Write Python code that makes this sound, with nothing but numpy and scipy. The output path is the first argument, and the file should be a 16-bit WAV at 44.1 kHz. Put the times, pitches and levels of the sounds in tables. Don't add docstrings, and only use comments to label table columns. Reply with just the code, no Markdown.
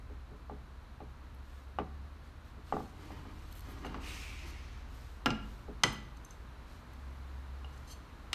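import sys
import numpy as np
from scipy import signal
from scipy.fft import rfft, irfft, next_fast_len
from scipy.io import wavfile
from scipy.ndimage import uniform_filter1d

SR = 44100
rng = np.random.default_rng(int(sys.argv[2]) if len(sys.argv) > 2 else 0)


def unload_audio(sound):
    columns = np.transpose(np.atleast_2d(sound))
    steps = np.round(np.clip(columns, -1, 1) * 32767)
    wavfile.write(sys.argv[1], SR, steps.astype(np.int16))


N = 367859

# (frequency [Hz], level [dB], t60 [s])
PANEL_MODES = [(99, -41, 0.29), (129.9, -38.5, 0.32), (166, -34, 0.051), (216.7, -32.5, 0.11),
               (253.4, -34.5, 0.12), (269, -27.5, 0.061), (347, -38.5, 0.19)]
TOP_MODES = [(307, -36, 0.15), (345, -30, 0.13), (392, -36, 0.09), (460, -44, 0.08), (617, -50, 0.3),
             (745, -31, 0.045), (835, -33, 0.04), (1034, -30, 0.04), (1158, -36, 0.06), (1240, -32, 0.054),
             (1600, -42, 0.029)]
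SPINDLE_MODES = [(1050, -27, 0.035), (1160, -22, 0.07), (1938, -27, 0.04), (1986, -17, 0.06),
                 (2210, -28, 0.025), (2860, -13.5, 0.028), (2930, -19, 0.018), (3090, -13.5, 0.022),
                 (3240, -23, 0.025), (3890, -29, 0.012), (4330, -22, 0.007), (5320, -19, 0.0067),
                 (5950, -21, 0.009), (6215, -9.5, 0.012), (6430, -25, 0.012), (7300, -19, 0.009),
                 (8720, -21, 0.008), (9700, -27, 0.011), (11550, -27, .011), (12800, -40, .012)]
# (frequency [Hz], level [dB])
TOP_WASH_SPECTRUM = [(80, 6), (200, 0), (350, 4), (570, -7.5), (800, -2.5), (1250, -5.5), (2000, -8.5),
                     (3200, -12.5), (6000, -22), (14000, -69)]


def amp(db):
    return 10 ** (np.asarray(db) / 20)


def unit_rms(x):
    return x / np.sqrt(np.mean(x ** 2) + 1e-20)


def at_hz(points, hz):
    table_hz, value = np.transpose(points)
    return np.interp(np.log(hz + 1), np.log(table_hz + 1), value)


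def curve(rows, column=1):
    rows = np.array(rows)
    return np.interp(np.arange(N) / SR, rows[:, 0], rows[:, column])


def add(mix, start_s, sound):
    part = mix[round(start_s * SR):][:len(sound)]
    part += sound[:len(part)]


def butter(x, hz, kind, order=2):
    return signal.sosfilt(signal.butter(order, hz, kind, fs=SR, output="sos"), x)


def colour(x, spectrum):
    size = next_fast_len(len(x))
    gain = amp(at_hz(spectrum, np.fft.rfftfreq(size, 1 / SR)))
    return unit_rms(irfft(rfft(x, size) * gain, size)[:len(x)])


def ring(modes, rise_s):
    t = np.arange(SR // 2) / SR
    swings = sum((-1) ** k * amp(db - 60 * t / t60_s) * np.sin(2 * np.pi * hz * t)
                 for k, (hz, db, t60_s) in enumerate(modes))
    return swings * (1 - np.exp(-t / rise_s))


def wash(spectrum, db, t60_s, rise_s):
    t = np.arange(SR // 2) / SR
    noise = colour(rng.standard_normal(len(t)), spectrum)
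    return noise * amp(db - 60 * t / t60_s) * (1 - np.exp(-t / rise_s))


def knocks():
    # (time [s], contact cutoff [Hz], top [dB], slap [dB], panel [dB])
    thud_hits = [(0.095, 554, -23.5, -27, -35), (0.303, 494, -24, -38, -45), (0.331, 516, -29, -38, -40),
                 (0.4972, 1150, -21.5, -8.5, -17), (0.519, 1000, -25, -18, -16),
                 (1.0042, 1080, -21, -13, -21), (1.7866, 2390, -10, 3.5, -18), (1.8184, 1107, -40, -8, -14),
                 (2.564, 451, -27.5, -28, -23), (2.7244, 1450, -8.5, 5.5, -5), (2.767, 1200, -17, 1.5, -6),
                 (2.804, 1000, -21, -6, -13), (3.105, 800, -26.5, -12, -19), (3.253, 970, -28, -21, -15.5),
                 (3.669, 615, -27, -31, -14), (3.985, 1223, -42, -18, -26), (5.682, 620, -16.5, -12, -31)]
    # (time [s], contact cutoff [Hz], top [dB], slap [dB], panel [dB], stave [dB],
    # spindle [dB], grip cutoff [Hz], dry crack re ring [dB])
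    clack_hits = [(3.847, 2500, -18, -11, -22, -24.5, -40, 200, 5),
                  (3.865, 2500, -39, -18, -22, -22, -43, 1500, 3),
                  (3.944, 2200, -21, -22, -12, -25.5, -37, 200, 6),
                  (5.2593, 8950, -13, 1, -3, -5.5, -25, 80, 2),
                  (5.2651, 1600, -9, -12, -9, -3.5, -38, 900, 2),
                  (5.3040, 5900, -17, -12, -10, -7, -26, 2400, -1),
                  (5.8353, 13000, -10, -1, 1, -20, -5.5, 710, 1),
                  (5.83725, 10000, -19, -14, -24, -17, -9.5, 710, -1),
                  (5.84135, 5000, -24, -17, -24, -20, -18, 1500, 0),
                  (7.645, 2700, -33.5, -19, -45, -19, -48, 2900, -8),
                  (8.3304, 13390, -26, -14.5, -28, -6, -16, 2900, 4)]
    # (frequency [Hz], level [dB], t60 [s])
    slap_modes = [(800, -20.5, 0.014), (1100, -21.5, 0.009)]
    stave_modes = [(215.6, -24, 0.2), (262, -16, 0.04), (926, -38, 0.1), (1378, -23, 0.09),
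                   (1440, -26, 0.05), (1530, -22, 0.0098), (1671, -36, 0.09), (2160, -34, 0.025),
                   (2400, -42, 0.053), (2850, -19, 0.045), (3845, -39, 0.045), (4300, -30, 0.0078),
                   (5000, -26.5, 0.02), (5930, -36, 0.0098), (7860, -38, 0.0096)]
    # (travel time at 1 kHz
    # [s], level [dB], treble limit [Hz])
    bending_arrivals = [(0.0035, -24, 1100), (0.0105, -23, 430), (0.019, -28, 380)]
    # (frequency [Hz], level [dB])
    crack_spectrum = [(300, -83), (1000, 10), (3000, -0.5), (5000, -4), (7000, -11.5), (9000, -18),
                      (10500, -31), (14000, -23)]

    slap = sum(ring([mode], rise_s=0.0005) for mode in slap_modes)
    top = ring(TOP_MODES, rise_s=0.003) + sum(bending_wave(*row) for row in bending_arrivals)
    panel = ring(PANEL_MODES, rise_s=0.0075)
    stave = ring(stave_modes, rise_s=0.00072)
    spindle = ring(SPINDLE_MODES, rise_s=0.00038)

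    def blow(contact_hz, top_db, slap_db, panel_db, stave_db, spindle_db, grip_hz, crack_db=0):
        top_wash = wash(TOP_WASH_SPECTRUM, db=-26, t60_s=0.12, rise_s=0.003)
        stave_crack = wash(crack_spectrum, db=crack_db - 20.5, t60_s=0.03, rise_s=0.0001)
        spindle_crack = wash(crack_spectrum, db=crack_db - 8.5, t60_s=0.018, rise_s=0.00019)
        table = amp(slap_db) * slap + amp(panel_db) * panel + amp(top_db) * (top + top_wash)
        wood = amp(stave_db) * (stave + stave_crack) + amp(spindle_db) * (spindle + spindle_crack)
        return butter(table + butter(wood, grip_hz, "high"), contact_hz, "low")

    lean_db_per_s, lean_delay_s = 115, 0.03
    leaning = amp(-lean_db_per_s * np.maximum(np.arange(len(top)) / SR - lean_delay_s, 0))
    thuds, clacks = np.zeros((2, N))
    for start_s, contact_hz, top_db, slap_db, panel_db in thud_hits:
        thud = blow(contact_hz, top_db, slap_db, panel_db,
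                    stave_db=top_db - 12, spindle_db=top_db - 18.5, grip_hz=1900)
        add(thuds, start_s, leaning * thud)
    for start_s, *contact in clack_hits:
        add(clacks, start_s, blow(*contact))
    return thuds, clacks


def bending_wave(delay_s, db, treble_hz, bass_hz=227):
    hz = np.fft.rfftfreq(SR // 2, 1 / SR)
    lag_rad = 4 * np.pi * delay_s * np.sqrt(1000 * hz)
    band = hz ** 2 / (hz ** 2 + bass_hz ** 2) / (1 + (hz / treble_hz) ** 3)
    wave = irfft(band * np.exp(-1j * lag_rad), SR // 2)
    return amp(db) * wave / abs(wave).max()


def cord_pull():
    # (frequency [Hz], level [dB])
    fibre_spectrum = [(500, -4.5), (1500, -2.5), (2600, 4), (4000, -2), (6200, -5), (8400, -19),
                      (10000, -19), (12500, -26), (14000, -37)]
    fizz_spectrum = [(2500, -25), (5000, -21), (8300, 5), (9500, -6), (12500, -5), (14000, 1)]
    start_s, rise_s, hold_s, length_s, stop_s = 3.99, 0.085, 0.16, 1.02, 0.22
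    fibre_db_per_s, fizz_db_per_s, rib_db_per_s = -22.5, -50, -22
    rib_hz, rib_sag_hz_per_s, rib_width_hz = 2640, 1400, 210

    t = np.arange(N) / SR - start_s
    slowing_s = np.clip(t - hold_s, 0, length_s)
    moving = np.clip(t / rise_s, 0, 1) * np.clip((length_s - t) / stop_s, 0, 1)
    strands = grainy(slips(per_s=16000, spread_db=1.1), depth_db=1.6)
    fibres = amp(-50.5 + fibre_db_per_s * slowing_s) * colour(strands, fibre_spectrum)
    fizz = amp(-59.5 + fizz_db_per_s * slowing_s) * colour(strands, fizz_spectrum)
    flutter = butter(rng.standard_normal(N), rib_width_hz, "low")
    rib_phase = 2 * np.pi * np.cumsum(rib_hz - rib_sag_hz_per_s * slowing_s) / SR
    ribs = amp(-55 + rib_db_per_s * slowing_s) * unit_rms(flutter * np.sin(rib_phase))
    return moving * (fibres + fizz + ribs)


def slips(per_s, spread_db):
    sizes = amp(spread_db * np.minimum(rng.exponential(1, N), 4)) * rng.standard_normal(N)
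    return unit_rms(sizes * (rng.random(N) < per_s / SR))


def grainy(x, depth_db):
    bands = signal.stft(x, SR, nperseg=512)[2]
    field = uniform_filter1d(rng.standard_normal(bands.shape), size=4, axis=0)
    field = unit_rms(uniform_filter1d(field, size=7, axis=1))
    return unit_rms(signal.istft(bands * amp(depth_db * field), SR, nperseg=512)[1][:len(x)])


def scuffs():
    # (time [s], length [s], level [dB], ring re rasp [dB])
    runs = [(1.344, 0.0085, -63, -20), (3.509, .018, -60, -10), (3.524, 0.0055, -50, -9),
            (3.551, 0.005, -53, -12), (3.553, 0.037, -57, -11), (3.584, 0.0035, -55, -2),
            (3.593, 0.0041, -51, -2), (3.605, 0.006, -51, -5), (3.61, 0.088, -70, 10),
            (3.672, 0.074, -61, -8), (3.755, 0.1, -72, 12), (3.846, 0.034, -60, 6), (3.91, .09, -78, 5),
            (4.449, 0.078, -59.5, 0), (5.258, 0.0042, -42, -10), (5.923, 0.017, -51, -16),
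            (6.166, 0.011, -62.5, 11), (6.931, .0095, -62, -6), (7.72, 0.04, -70, 15),
            (7.774, 0.0078, -62, 12), (7.865, 0.044, -60, 12), (7.894, 0.053, -53, 9)]
    # (frequency [Hz], level [dB])
    rasp_spectrum = [(1500, 3), (3500, 1), (6000, -14), (8000, -5), (10500, 2), (12500, 4), (14000, 6)]
    drive_spectrum = [(1000, -20), (2000, -16), (3000, -11), (4400, 13), (6200, -2.5), (7200, 5.5),
                      (8700, 3), (10000, 5), (12000, 6), (14000, 8)]

    grains = slips(per_s=8000, spread_db=1)
    rasp = colour(grains, rasp_spectrum)
    drive = colour(grains, drive_spectrum)
    wood = unit_rms(signal.oaconvolve(drive, ring(SPINDLE_MODES, rise_s=0.00035))[:N])
    out = np.zeros(N)
    for start_s, length_s, db, ring_db in runs:
        scuff = (rasp + amp(ring_db) * wood)[round(start_s * SR):][:round(length_s * SR)]
        add(out, start_s, amp(db) * unit_rms(scuff) * signal.windows.tukey(len(scuff), 0.7))
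    return out


def cord_ticks():
    # (time [s], length [s], level [dB])
    catches = [(6.245, 0.0059, -53), (6.3054, 0.003, -51)]
    bright = butter(ring(SPINDLE_MODES, rise_s=0.00016), hz=6170, kind="high", order=5)
    out = np.zeros(N)
    for start_s, length_s, db in catches:
        size = round(length_s * SR)
        slip = rng.standard_normal(size) * np.linspace(0, 1, size)
        tick = signal.oaconvolve(slip, bright)
        add(out, start_s, amp(db) * tick * np.sqrt(size) / np.linalg.norm(tick))
    return out


def drags():
    # (start [s], length [s], level [dB])
    strokes = [(2.9, 0.68, -55.5), (3.62, 0.36, -53.5), (3.8, 0.51, -53.5), (4.42, 0.15, -56),
               (8.1, 0.17, -68)]
    table = ring(TOP_MODES, rise_s=0.0028) + amp(-2) * ring(PANEL_MODES, rise_s=0.0026)
    table += wash(TOP_WASH_SPECTRUM, db=-26, t60_s=0.087, rise_s=0.0032)
    rubbing = signal.oaconvolve(slips(per_s=1300, spread_db=0.5), table)[:N]
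    return unit_rms(rubbing) * stroke_gain(strokes)


def sleeves():
    # (start [s], length [s], level [dB])
    strokes = [(1.43, 0.29, -68.5), (2.23, .1, -71), (2.44, 0.099, -70), (2.64, 0.35, -62.5),
               (2.95, 0.38, -63.5), (3.27, 0.89, -64.5), (4.88, 0.38, -63.5), (5.4, 0.31, -66),
               (6.28, 0.095, -66), (6.66, 0.19, -65.5), (6.85, 1, -74), (7.68, 0.34, -69)]
    # (frequency [Hz], level [dB])
    cloth_spectrum = [(500, 14), (2000, 11.5), (4000, 11), (6300, 6), (8500, 4), (10500, -3), (12000, 3.5),
                      (14000, -2)]
    grains = grainy(slips(per_s=8000, spread_db=1.4), depth_db=1.5)
    return colour(grains, cloth_spectrum) * stroke_gain(strokes)


def stroke_gain(strokes, skew=0.61):
    gain = np.zeros(N)
    for start_s, length_s, db in strokes:
        progress = np.linspace(0, 1, round(length_s * SR))
        add(gain, start_s, amp(db) * np.sin(np.pi * progress ** skew))
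    return gain


def engine(firing_hz, orders):
    turns = np.cumsum(firing_hz) / SR / 3
    out = np.zeros(N)
    for order, db in orders:
        waver_db = np.interp(np.arange(N), np.linspace(0, N, 60), rng.standard_normal(60))
        out += amp(db + waver_db) * np.sin(2 * np.pi * (order * turns + rng.random()))
    return out


def idling_engine():
    # (time [s], firing rate [Hz])
    throttle = [(0, 52.97), (.7, 45.1), (2.5, 45.1), (3.4, 49.85), (4.1, 53.62), (5, 53.02), (6.4, 45.35),
                (7.7, 45), (8.34, 48.5)]
    # (order, level [dB])
    orders = [(2, -7.5), (3, -2.5), (4, -4.5), (6, -15.5)]
    idle_hz, idle_db, load_db_per_hz = 45.2, -53, 1.12
    firing_hz = curve(throttle)
    return amp(idle_db + load_db_per_hz * (firing_hz - idle_hz)) * engine(firing_hz, orders)


def passing_engines():
    # (time [s], firing rate [Hz], level [dB])
    passes = [
        [(0, 65, -54.5), (1.6, 67, -52), (1.95, 69.7, -46), (2.3, 72.2, -52.5), (2.7, 79.65, -59.5),
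         (3.1, 83.2, -53), (3.8, 88.4, -56.5)],
        [(5.4, 51.4, -50), (5.75, 54.15, -51.5), (6.3, 57.87, -51.5), (6.8, 63.5, -56), (7.05, 67, -45.5),
         (7.55, 67.2, -43), (7.8, 67.9, -49.5), (8.34, 63.9, -62)],
    ]
    # (order, level [dB])
    orders = [(2, -20), (3, 2.5), (6, -22)]
    t = np.arange(N) / SR
    out = np.zeros(N)
    for rows in passes:
        audible = (t >= rows[0][0]) & (t <= rows[-1][0])
        gain = amp(curve(rows, column=2)) * uniform_filter1d(audible.astype(float), size=6000)
        out += gain * engine(curve(rows), orders)
    return out


def room_noise():
    # (frequency [Hz], level [dB])
    air_spectrum = [(65, -47), (110, 5), (160, -6.5), (250, -3), (370, -10.5), (600, -12.5), (820, -12),
                    (1000, -9.5), (1400, -12), (2120, -19), (3500, -24.5), (4060, -22.5), (5000, -30.5),
                    (6500, -32.5), (8000, -37), (14000, -39)]
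    rumble_spectrum = [(15, -45), (25, -32), (33, 4.5), (39, -13), (48, -12), (64, -0.5), (80, -1.5),
                       (110, -11.5), (150, -13.5), (300, -81)]
    air_db, rise_db_per_s, rumble_db = -58.5, 0.42, -57
    air = amp(air_db + rise_db_per_s * np.arange(N) / SR) * colour(rng.standard_normal(N), air_spectrum)
    return air + amp(rumble_db) * colour(rng.standard_normal(N), rumble_spectrum)


def workshop(x, tail_db, build_s=0.01):
    # (frequency [Hz], t60 [s])
    decay_times = [(100, .7), (250, .6), (600, .42), (1300, .48), (2000, .47), (3000, .49), (6300, .43),
                   (9000, .35), (13000, .25)]
    # (frequency [Hz], level [dB])
    tail_spectrum = [(100, 5), (250, 3.5), (450, 0.5), (750, 0.5), (1200, -0.5), (2000, -2), (2500, -1),
                     (3000, -3), (3800, -3), (4800, -5), (6300, -4.5), (9000, -2), (14000, 0)]
    # (delay [s], gain)
    echoes = [(.0047, 0.07), (.0068, 0.13), (0.012, 0.12), (0.017, .1), (.021, 0.039)]

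    hz, t, bands = signal.stft(colour(rng.standard_normal(SR), tail_spectrum), SR, nperseg=256)
    decay = amp(-60 * t / at_hz(decay_times, hz)[:, None])
    tail = signal.istft(bands * decay, SR, nperseg=256)[1]
    tail *= 1 - np.exp(-(np.arange(len(tail)) / SR / build_s) ** 2)
    response = amp(tail_db) * tail / np.linalg.norm(tail)
    for delay_s, gain in echoes:
        response[round(delay_s * SR)] += gain
    return x + signal.oaconvolve(x, response)[:N]


def scene():
    thuds, clacks = knocks()
    handling = clacks + scuffs() + cord_ticks() + cord_pull() + sleeves() + drags()
    foreground = workshop(thuds, tail_db=-16) + workshop(handling, tail_db=-10.5)
    return (foreground + room_noise() + idling_engine() + passing_engines())[None]


def record(dry):
    lowpass = signal.firwin(511, 14200, window=("kaiser", 9), fs=SR)
    return signal.oaconvolve(dry, lowpass[None], "same")


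dry = scene()
out = record(dry)
unload_audio(out)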